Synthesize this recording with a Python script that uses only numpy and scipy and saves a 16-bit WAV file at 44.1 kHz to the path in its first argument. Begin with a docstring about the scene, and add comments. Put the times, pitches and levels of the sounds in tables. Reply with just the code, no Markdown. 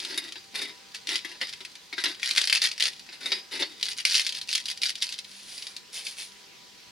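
"""In a small padded cabin, over steady hiss and faint hum, hands tip biscuits from a foil wrapper into
a baking tin and spread them: they scrape, knock and break, and the tin rings (to 3.7 s). From 0.8 s,
a few faint, far-off hoots. The wrapper is crumpled, hardest at 2.2-2.9 s and 3.8-5.1 s: the foil
buckles in swarms of tiny clicks and single loud snaps. From 5.3 s it is smoothed and tucked away."""
import sys
import numpy as np
from scipy import signal
from scipy.fft import rfft, irfft
from scipy.io import wavfile
from scipy.ndimage import uniform_filter1d

SR = 44100
rng = np.random.default_rng(int(sys.argv[2]) if len(sys.argv) > 2 else 0)


def transcribe(u):
    """Save the signal u as a 16-bit wav file named by the first command-line argument.

    u: samples, shape (n,) or (channels, n), limited to [-1, 1]; the rate is SR.
    q: integer samples, one column per channel.
    """
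    v = np.clip(np.atleast_2d(u).T, -1, 1)
    q = np.round(v * 32767).astype(np.int16)
    wavfile.write(sys.argv[1], SR, q)


N = 304710
TIME = np.arange(N) / SR

# spectra of foil, biscuit and the tin's base: f/Hz, relative level/dB
FOIL_SPECTRUM = [(88, -48), (150, -38), (361, -25.5), (689, -28), (941, -24), (1080, -26.5), (1870, -9.5),
                 (4080, -1.5), (4760, -0.5), (7320, -16), (10200, -14.5), (12400, -30.5), (16000, -36)]
BISCUIT_SPECTRUM = [(290, -43), (500, -10.5), (1130, -13.5), (2010, 2), (3150, -2.5), (3860, 1.5),
                    (4940, 0), (7530, -15.5), (10400, -9.5), (16000, -46)]
BASE_SPECTRUM = [(60, -30), (130, -23), (250, -7), (350, 1), (480, -11.5), (700, -17), (1000, -11),
                 (1500, -32)]


def amp(db):
    """dB to gain."""
    return 10 ** (np.asarray(db) / 20)


def unit(x):
    """Scale to unit energy."""
    return x / np.sqrt(np.sum(x ** 2) + 1e-20)


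def lookup(points, hz):
    """Interpolate a table over log frequency."""
    f, value = np.transpose(points)
    return np.interp(np.log(hz + 1), np.log(f + 1), value)


def add(mix, start_s, sound):
    """Mix a sound in at start_s."""
    part = mix[max(round(start_s * SR), 0):][:len(sound)]
    part += sound[:len(part)]


def lowpass(x, hz):
    """Zero-phase low-pass."""
    return signal.sosfiltfilt(signal.butter(3, hz, fs=SR, output="sos"), x)


def colour(x, spectrum, size=2048):
    """Minimum-phase filter: attacks stay sharp."""
    hz = abs(np.fft.fftfreq(size, 1 / SR))
    log_gain = np.log(amp(np.maximum(lookup(spectrum, hz), -100)))
    taps = np.fft.ifft(np.exp(np.conj(signal.hilbert(log_gain)))).real[:size // 2]
    return signal.oaconvolve(x, unit(taps))[:len(x)]


def steady(x, window_s=0.034):
    """Level the short-time RMS to one, keeping the grain."""
    window = signal.windows.hann(int(window_s * SR) * 2)
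    power = signal.oaconvolve(x ** 2, window / window.sum(), "same")
    return x / np.sqrt(abs(power) + 1e-4 * np.mean(x ** 2))


def ring(hz, t60_s, size):
    """One decaying mode."""
    t = TIME[:size]
    return np.cos(2 * np.pi * hz * t) * amp(-60 * t / t60_s)


def burst(t60_s, size):
    """Decaying noise: a shower of minute fractures."""
    return unit(rng.standard_normal(size) * amp(-60 * TIME[:size] / t60_s))


def buckle(hz, cycles, flutter, flutter_s, size=600):
    """A facet gives way: short note plus film flutter, both building over half a cycle."""
    build = 1 - np.exp(-2 * TIME[:size] * hz)
    note = unit(ring(hz, cycles / hz, size))
    return unit(build * (note + flutter * burst(flutter_s, size)))


def swarm(per_s, spread_db, cycles, flutter, flutter_s, facets=24):
    """Random buckles, mostly small, spread over facets of different pitch."""
    fires = rng.random(N) < per_s / SR
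    strength = amp(spread_db * np.minimum(rng.exponential(1, N), 3))
    clicks = fires * strength * rng.choice([-1, 1], N)
    facet = rng.integers(0, facets, N)
    return sum(signal.oaconvolve(clicks * (facet == k), buckle(hz, cycles, flutter, flutter_s))[:N]
               for k, hz in enumerate(np.linspace(1600, 13000, facets)))


def stroke(start_s, length_s, db, attack_s, swell_db, release_s, settle_db, settle_s):
    """Gain of one hand movement: attack, swelling hold, release, faint settling."""
    t = np.maximum(TIME - start_s, 0)
    after = np.maximum(t - length_s, 0)
    attack = 1 - np.exp(-t / attack_s)
    hold = amp(db + swell_db * np.sin(np.pi * np.minimum(t / length_s, 1)))
    decay = np.maximum(np.exp(-after / release_s), amp(settle_db) * np.exp(-after / settle_s))
    return attack * hold * decay


def hiss(level_db=-51, patchy_db=1.5):
    """Slightly uneven stereo hiss."""
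    spectrum = [(25, -26), (100, -4.5), (220, -3.5), (450, -3.5), (680, -10), (1300, -7.5), (2000, -5),
                (4800, -1.5), (8000, -13), (16000, -24.5)]  # f/Hz, relative level/dB
    coherence = [(200, 0.016), (1000, 0.14), (4000, 0.51), (15000, 0.06)]  # f/Hz, left-right correlation
    hz = np.fft.rfftfreq(1024, 1 / SR)
    left_re, left_im, own_re, own_im, patches = rng.standard_normal((N // 256 + 5, len(hz), 5)).T
    patches = uniform_filter1d(uniform_filter1d(patches, size=12, axis=0), size=12, axis=1)
    same = np.clip(lookup(coherence, hz), -1, 1)[:, None]
    left = left_re + 1j * left_im
    right = same * left + np.sqrt(1 - same ** 2) * (own_re + 1j * own_im)
    gain = amp(lookup(spectrum, hz)[:, None] + patchy_db * patches / patches.std())
    noise = signal.istft(np.array([left, right]) * gain, nperseg=1024, noverlap=768)[1][:, :N]
    return amp(level_db) * noise / noise.std()


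def hum(half_width_hz=4):
    """Faint hum: narrow, wavering noise lines."""
    lines = [(196, -74), (785, -71.5), (981, -70)]  # f/Hz, level/dB
    hz = np.fft.rfftfreq(N, 1 / SR)
    gain = sum(amp(db) * unit(1 / (1 + ((hz - line_hz) / half_width_hz) ** 2)) for line_hz, db in lines)
    return irfft(rfft(rng.standard_normal(N)) * gain, N) * np.sqrt(N / 2)


def foil_ticks(level_db=-2):
    """Single small creases give way as the wrapper is held and turned."""
    stir = [(0, -38.5), (0.8, -64), (1.6, -49.5), (1.85, -60), (2.4, -30), (3.05, -54), (3.7, -58),
            (4.2, -42), (5.1, -39), (5.4, -56.5), (6.9, -62)]  # wrapper motion: t/s, level/dB
    clicks = swarm(per_s=45, spread_db=7, cycles=5.9, flutter=3.7, flutter_s=0.033)
    gain = amp(level_db + np.interp(TIME, *np.transpose(stir)))
    return gain * steady(colour(clicks, FOIL_SPECTRUM), window_s=0.6)


def biscuit_scrapes(level_db=-1, rumble_db=2, ring_db=-6):
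    """Dry crumbs catch and slip on the tin; it sings faintly and its base rumbles."""
    slides = [(0.003, 0.11, -44, -15), (0.092, 0.086, -44, -12), (0.215, 0.08, -47.5, -13.5),
              (0.534, 0.12, -37.5, -15.5), (0.668, 0.038, -50.5, -11), (1.082, 0.069, -34.5, -18.5),
              (1.248, 0.11, -50, -15), (1.405, 0.045, -39, -23), (1.968, 0.059, -40.5, -33),
              (2.058, 0.06, -38.5, -14.5), (3.118, 0.03, -44, -23), (3.202, 0.19, -41.5, -15),
              (3.511, 0.064, -36.5, -15.5), (3.592, 0.033, -33, -11)]  # t/s, length/s, level/dB, relative rumble/dB
    grit = swarm(per_s=900, spread_db=5.5, cycles=15, flutter=1.7, flutter_s=0.024)
    grit = steady(colour(grit, BISCUIT_SPECTRUM))
    base = steady(colour(rng.standard_normal(N), BASE_SPECTRUM))
    rasp, rumble = np.zeros((2, N))
    for *slide, base_db in slides:
        push = stroke(*slide, attack_s=0.0015, swell_db=3, release_s=0.0085,
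                      settle_db=-10, settle_s=0.074)
        rasp += push * grit
        rumble += push * base * amp(base_db + rumble_db)
    sing = unit(signal.oaconvolve(rasp, tin_ring())[:N]) * np.linalg.norm(rasp)
    return amp(level_db) * (rasp + amp(ring_db) * sing + rumble)


def tin_ring(detune=0.0083, sustain=1.37, size=16384):
    """The tin after one blow; biscuits lying on it split each mode into a beating pair."""
    modes = [(1868, -11, .09), (2067, -8, .1), (2476, -7, .12), (3386, -9, .1), (3735, -1, .14),
             (3941, -1, .08), (4603, -2, .15), (4856, -1, .17), (5071, -1, .17), (5292, -7, .14)]  # f/Hz, level/dB, t60/s before sustain
    pairs = list(modes) * 2
    draws = rng.standard_normal((len(pairs), 2))
    return unit(sum(amp(db) * np.sign(side) * ring(hz * (1 + detune * shift), sustain * t60_s, size)
                    for (hz, db, t60_s), (side, shift) in zip(pairs, draws)))


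def foil_snaps(level_db=9.5, crumple_gain=0.45, rise_s=0.00048, rise_slope=0.72, size=3000):
    """A crease flips and sets off small buckles; the stiffer it is, the louder and quicker."""
    creases = [(0.0492, -14), (0.9463, -18.5), (1.071, -13.5), (1.0904, -11.5), (1.1565, -7.5),
               (1.6496, -20), (1.7532, -25), (2.23, -10), (2.2905, -14.5), (2.31, -6), (2.3739, -5),
               (2.379, -1), (2.4151, -7), (2.4732, -6.5), (2.4977, -5), (2.5262, -3), (2.6181, -4),
               (2.6488, -9.5), (2.714, -15), (2.805, -7), (2.824, -5), (2.855, -7.5), (2.9942, -25.5),
               (3.8104, -21.5), (3.828, -5.5), (3.9891, -18.5), (4.0513, 0), (4.144, -6), (4.1517, -2),
               (4.1953, -6), (4.2655, -7.5), (4.2918, -11), (4.4137, -15.5), (4.554, -6), (4.817, -11.5),
               (4.8329, -6), (4.891, -14.5), (4.954, -16), (5.0229, -6), (5.1236, -14.5), (5.188, -21),
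               (5.245, -25), (5.5778, -20), (5.623, -18.5), (5.668, -17.5), (5.765, -16.5), (6.0671, -14.5)]  # t/s, level/dB
    out = np.zeros(N)
    for (start_s, db), hz in zip(creases, rng.uniform(2100, 4840, len(creases))):
        rise = 1 - np.exp(-TIME[:size] / (rise_s * amp(-rise_slope * db)))
        flip = buckle(hz, cycles=12.2, flutter=1.58, flutter_s=0.019, size=size)
        flip = unit(rise * colour(flip, FOIL_SPECTRUM))
        crumple = unit(colour(burst(t60_s=0.12, size=size), FOIL_SPECTRUM))
        add(out, start_s, amp(db + level_db) * (flip + crumple_gain * crumple))
    return out


def biscuit_knocks(level_db=12, thud_db=-26, thud_slope=0.48, rise_s=0.00061, size=16384):
    """A biscuit lands or breaks: crunch, own note, thud, tin ring; soft blows have a larger thud share."""
    blows = [(0.176, -10.5, 3775, -10.5, 10.5), (0.3563, -23, 3900, -1, -17), (0.5538, -15, 2410, -10, 4.5),
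             (0.617, -17, 3660, -10, 11.5), (1.2475, -18, 1990, -32, 1), (1.3143, -26, 5060, -12, 0),
             (1.413, -9.5, 1984, -15, -7), (1.6047, -26, 3830, -12, -3), (1.9271, -17, 2220, -9, -5),
             (1.9799, -13, 1590, -25, -24), (2.0382, -6.5, 5000, -30, 4), (2.0567, -8, 4000, -19, -12),
             (3.0891, -26.5, 2460, -3, -12), (3.258, -13, 3680, -23, 1), (3.3186, -7.5, 3760, 0.5, -9),
             (3.622, -8, 3620, -29, -23)]  # t/s, level/dB, f/Hz, relative tin ring/dB, relative brittle top/dB
    out = np.zeros(N)
    rise = 1 - np.exp(-TIME[:size] / rise_s)
    for start_s, db, hz, ring_db, brittle_db in blows:
        crack = unit(colour(burst(t60_s=0.033, size=size), BISCUIT_SPECTRUM))
        body = lowpass(crack, hz=7200)
        note = 0.78 * unit(ring(hz, t60_s=0.026, size=size))
        crunch = unit(rise * (body + amp(brittle_db) * (crack - body) + note))
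        thud = unit(colour(burst(t60_s=0.055, size=size), BASE_SPECTRUM))
        thud *= amp(thud_db - thud_slope * db)
        add(out, start_s, amp(db + level_db) * (crunch + thud + amp(ring_db) * tin_ring()))
    return out


def hoots(level_db=-68, fall=0.098, waver=0.42):
    """Far-off, nearly pure calls sinking in pitch."""
    calls = [(.78, 0.28, 484), (3.7, 0.25, 464), (4.2, 0.23, 405), (5.8, 0.28, 502), (6.28, 0.35, 415)]  # t/s, length/s, starting f/Hz
    out = np.zeros(N)
    for start_s, length_s, hz in calls:
        progress = np.linspace(0, 1, int(length_s * SR))
        wobble = waver * uniform_filter1d(rng.standard_normal(N), size=300)[:len(progress)]
        pitch_hz = hz * (1 - fall * progress + wobble)
        envelope = np.sqrt(abs(np.sin(np.pi * progress)))
        add(out, start_s, envelope * np.sin(2 * np.pi * np.cumsum(pitch_hz) / SR))
    return amp(level_db) * out


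def foil_crinkle(level_db=-1, sizzle_db=-1, sparks_db=-4):
    """A squeeze sets off dense buckles and sparser sparks from the tightest folds; the foil relaxes."""
    squeezes = [(0.942, 0.027, -35), (1.081, 0.11, -37), (1.481, 0.024, -37.5), (1.526, 0.015, -40),
                (2.227, 0.085, -31), (2.35, 0.067, -26.5), (2.427, 0.031, -31.5), (2.526, 0.053, -25),
                (2.612, 0.075, -25.5), (2.797, 0.088, -28), (3.845, 0.086, -33), (3.967, 0.046, -34.5),
                (4.056, 0.1, -26.5), (4.139, 0.078, -25.5), (4.245, 0.051, -38.5), (4.342, 0.044, -33.5),
                (4.485, 0.03, -29.5), (4.521, 0.06, -27), (4.68, 0.037, -30.5), (4.824, 0.083, -29),
                (5.012, 0.028, -30.5), (5.055, 0.093, -40)]  # t/s, length/s, level/dB
    gain = sum(stroke(*row, attack_s=0.0015, swell_db=2, release_s=0.004, settle_db=-14, settle_s=0.056)
               for row in squeezes)
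    clicks = swarm(per_s=750, spread_db=7, cycles=10.7, flutter=1.93, flutter_s=0.013)
    clicks = steady(colour(clicks, FOIL_SPECTRUM))
    sparks = swarm(per_s=140, spread_db=16, cycles=6.9, flutter=1.2, flutter_s=0.011)
    sparks = steady(colour(sparks, FOIL_SPECTRUM))
    sparks -= lowpass(sparks, hz=6840)
    body = lowpass(clicks, hz=6400)
    return amp(level_db) * gain * (body + amp(sizzle_db) * (clicks - body) + amp(sparks_db) * sparks)


def foil_shrink(foil):
    """Crumpled smaller, the wrapper loses its low notes."""
    low_shelf = [(1.1, 1.5), (2.4, 3), (4.2, -2.5), (4.7, -5.5), (5.0, -4.5)]  # t/s, gain/dB
    gain = amp(np.interp(TIME, *np.transpose(low_shelf)))
    return foil + (gain - 1) * lowpass(foil, hz=2380)


def foil_rub(level_db=1):
    """Foil slides on foil: fine, bright sizzle."""
    rubs = [(5.268, 0.31, -52.5), (5.47, 0.25, -50.5), (5.923, 0.073, -39), (6.034, 0.079, -43.5),
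            (6.165, 0.067, -40.5)]  # t/s, length/s, level/dB
    spectrum = [(300, -24), (800, -8.5), (1300, -12), (2400, 1.5), (4800, 7), (7500, -4.5), (10000, 3.5),
                (13000, -18), (16000, -23)]  # f/Hz, relative level/dB
    gain = sum(stroke(*row, attack_s=0.012, swell_db=3, release_s=0.036, settle_db=-12, settle_s=0.077)
               for row in rubs)
    grain = swarm(per_s=2600, spread_db=3, cycles=14, flutter=1.8, flutter_s=0.0038)
    return amp(level_db) * gain * steady(colour(grain, spectrum))


def cabin(x, wet_db, width, turn_hz=2.288, echoes_per_s=4000, size=8000, responses=3):
    """Near walls: short, dense stereo tails, crossfaded as the hands move."""
    decay = [(300, 0.087), (2000, 0.1), (12000, 0.06)]  # f/Hz, t60/s
    out, wet = np.array([x, x]), amp(wet_db)
    for k in range(responses):
        signs = rng.choice([-1., 1.], (3, size))
        taps = signs * (rng.random((3, size)) < echoes_per_s / SR) * (TIME[:size] > 0.001)
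        hz, t, spectra = signal.stft(taps, SR, nperseg=128)
        damping = amp(-60 * t / lookup(decay, hz)[:, None])
        shared, *sides = signal.istft(spectra * damping, SR, nperseg=128)[1]
        feed = x * np.cos(np.pi * (turn_hz * TIME + k / responses)) * np.sqrt(2 / responses)
        out += wet * np.array([signal.oaconvolve(feed, unit(shared + width * side))[:N] for side in sides])
    return out / np.hypot(1, wet)


def mic_ports(pair, lag_s=15e-6):
    """The left port hears more low notes, and everything lag_s later."""
    balance = [(100, 8), (400, 7), (1000, 11), (2400, 4), (6000, -1.5), (12000, -3.5)]  # f/Hz, left minus right/dB
    hz = np.fft.rfftfreq(N, 1 / SR)
    half = amp(lookup(balance, hz) / 2) * np.exp(-1j * np.pi * hz * lag_s)
    return irfft(rfft(pair) * np.array([half, 1 / half]), N)


def scene():
    """Wrapper and biscuits in the cabin, over hoots, hiss and hum."""
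    foil = foil_shrink(foil_crinkle() + foil_snaps() + foil_ticks())
    wrapper = cabin(foil + foil_rub(), wet_db=-5, width=1.8)
    biscuits = cabin(biscuit_scrapes() + biscuit_knocks(), wet_db=1, width=0.88)
    return mic_ports(wrapper + biscuits + hoots()) + hiss() + hum()


def record(dry):
    """Band limit at 16.2 kHz."""
    taps = signal.firwin(511, 16200, window=("kaiser", 9), fs=SR)
    return signal.oaconvolve(dry, taps[None], "same")


dry = scene()
out = record(dry)
transcribe(out)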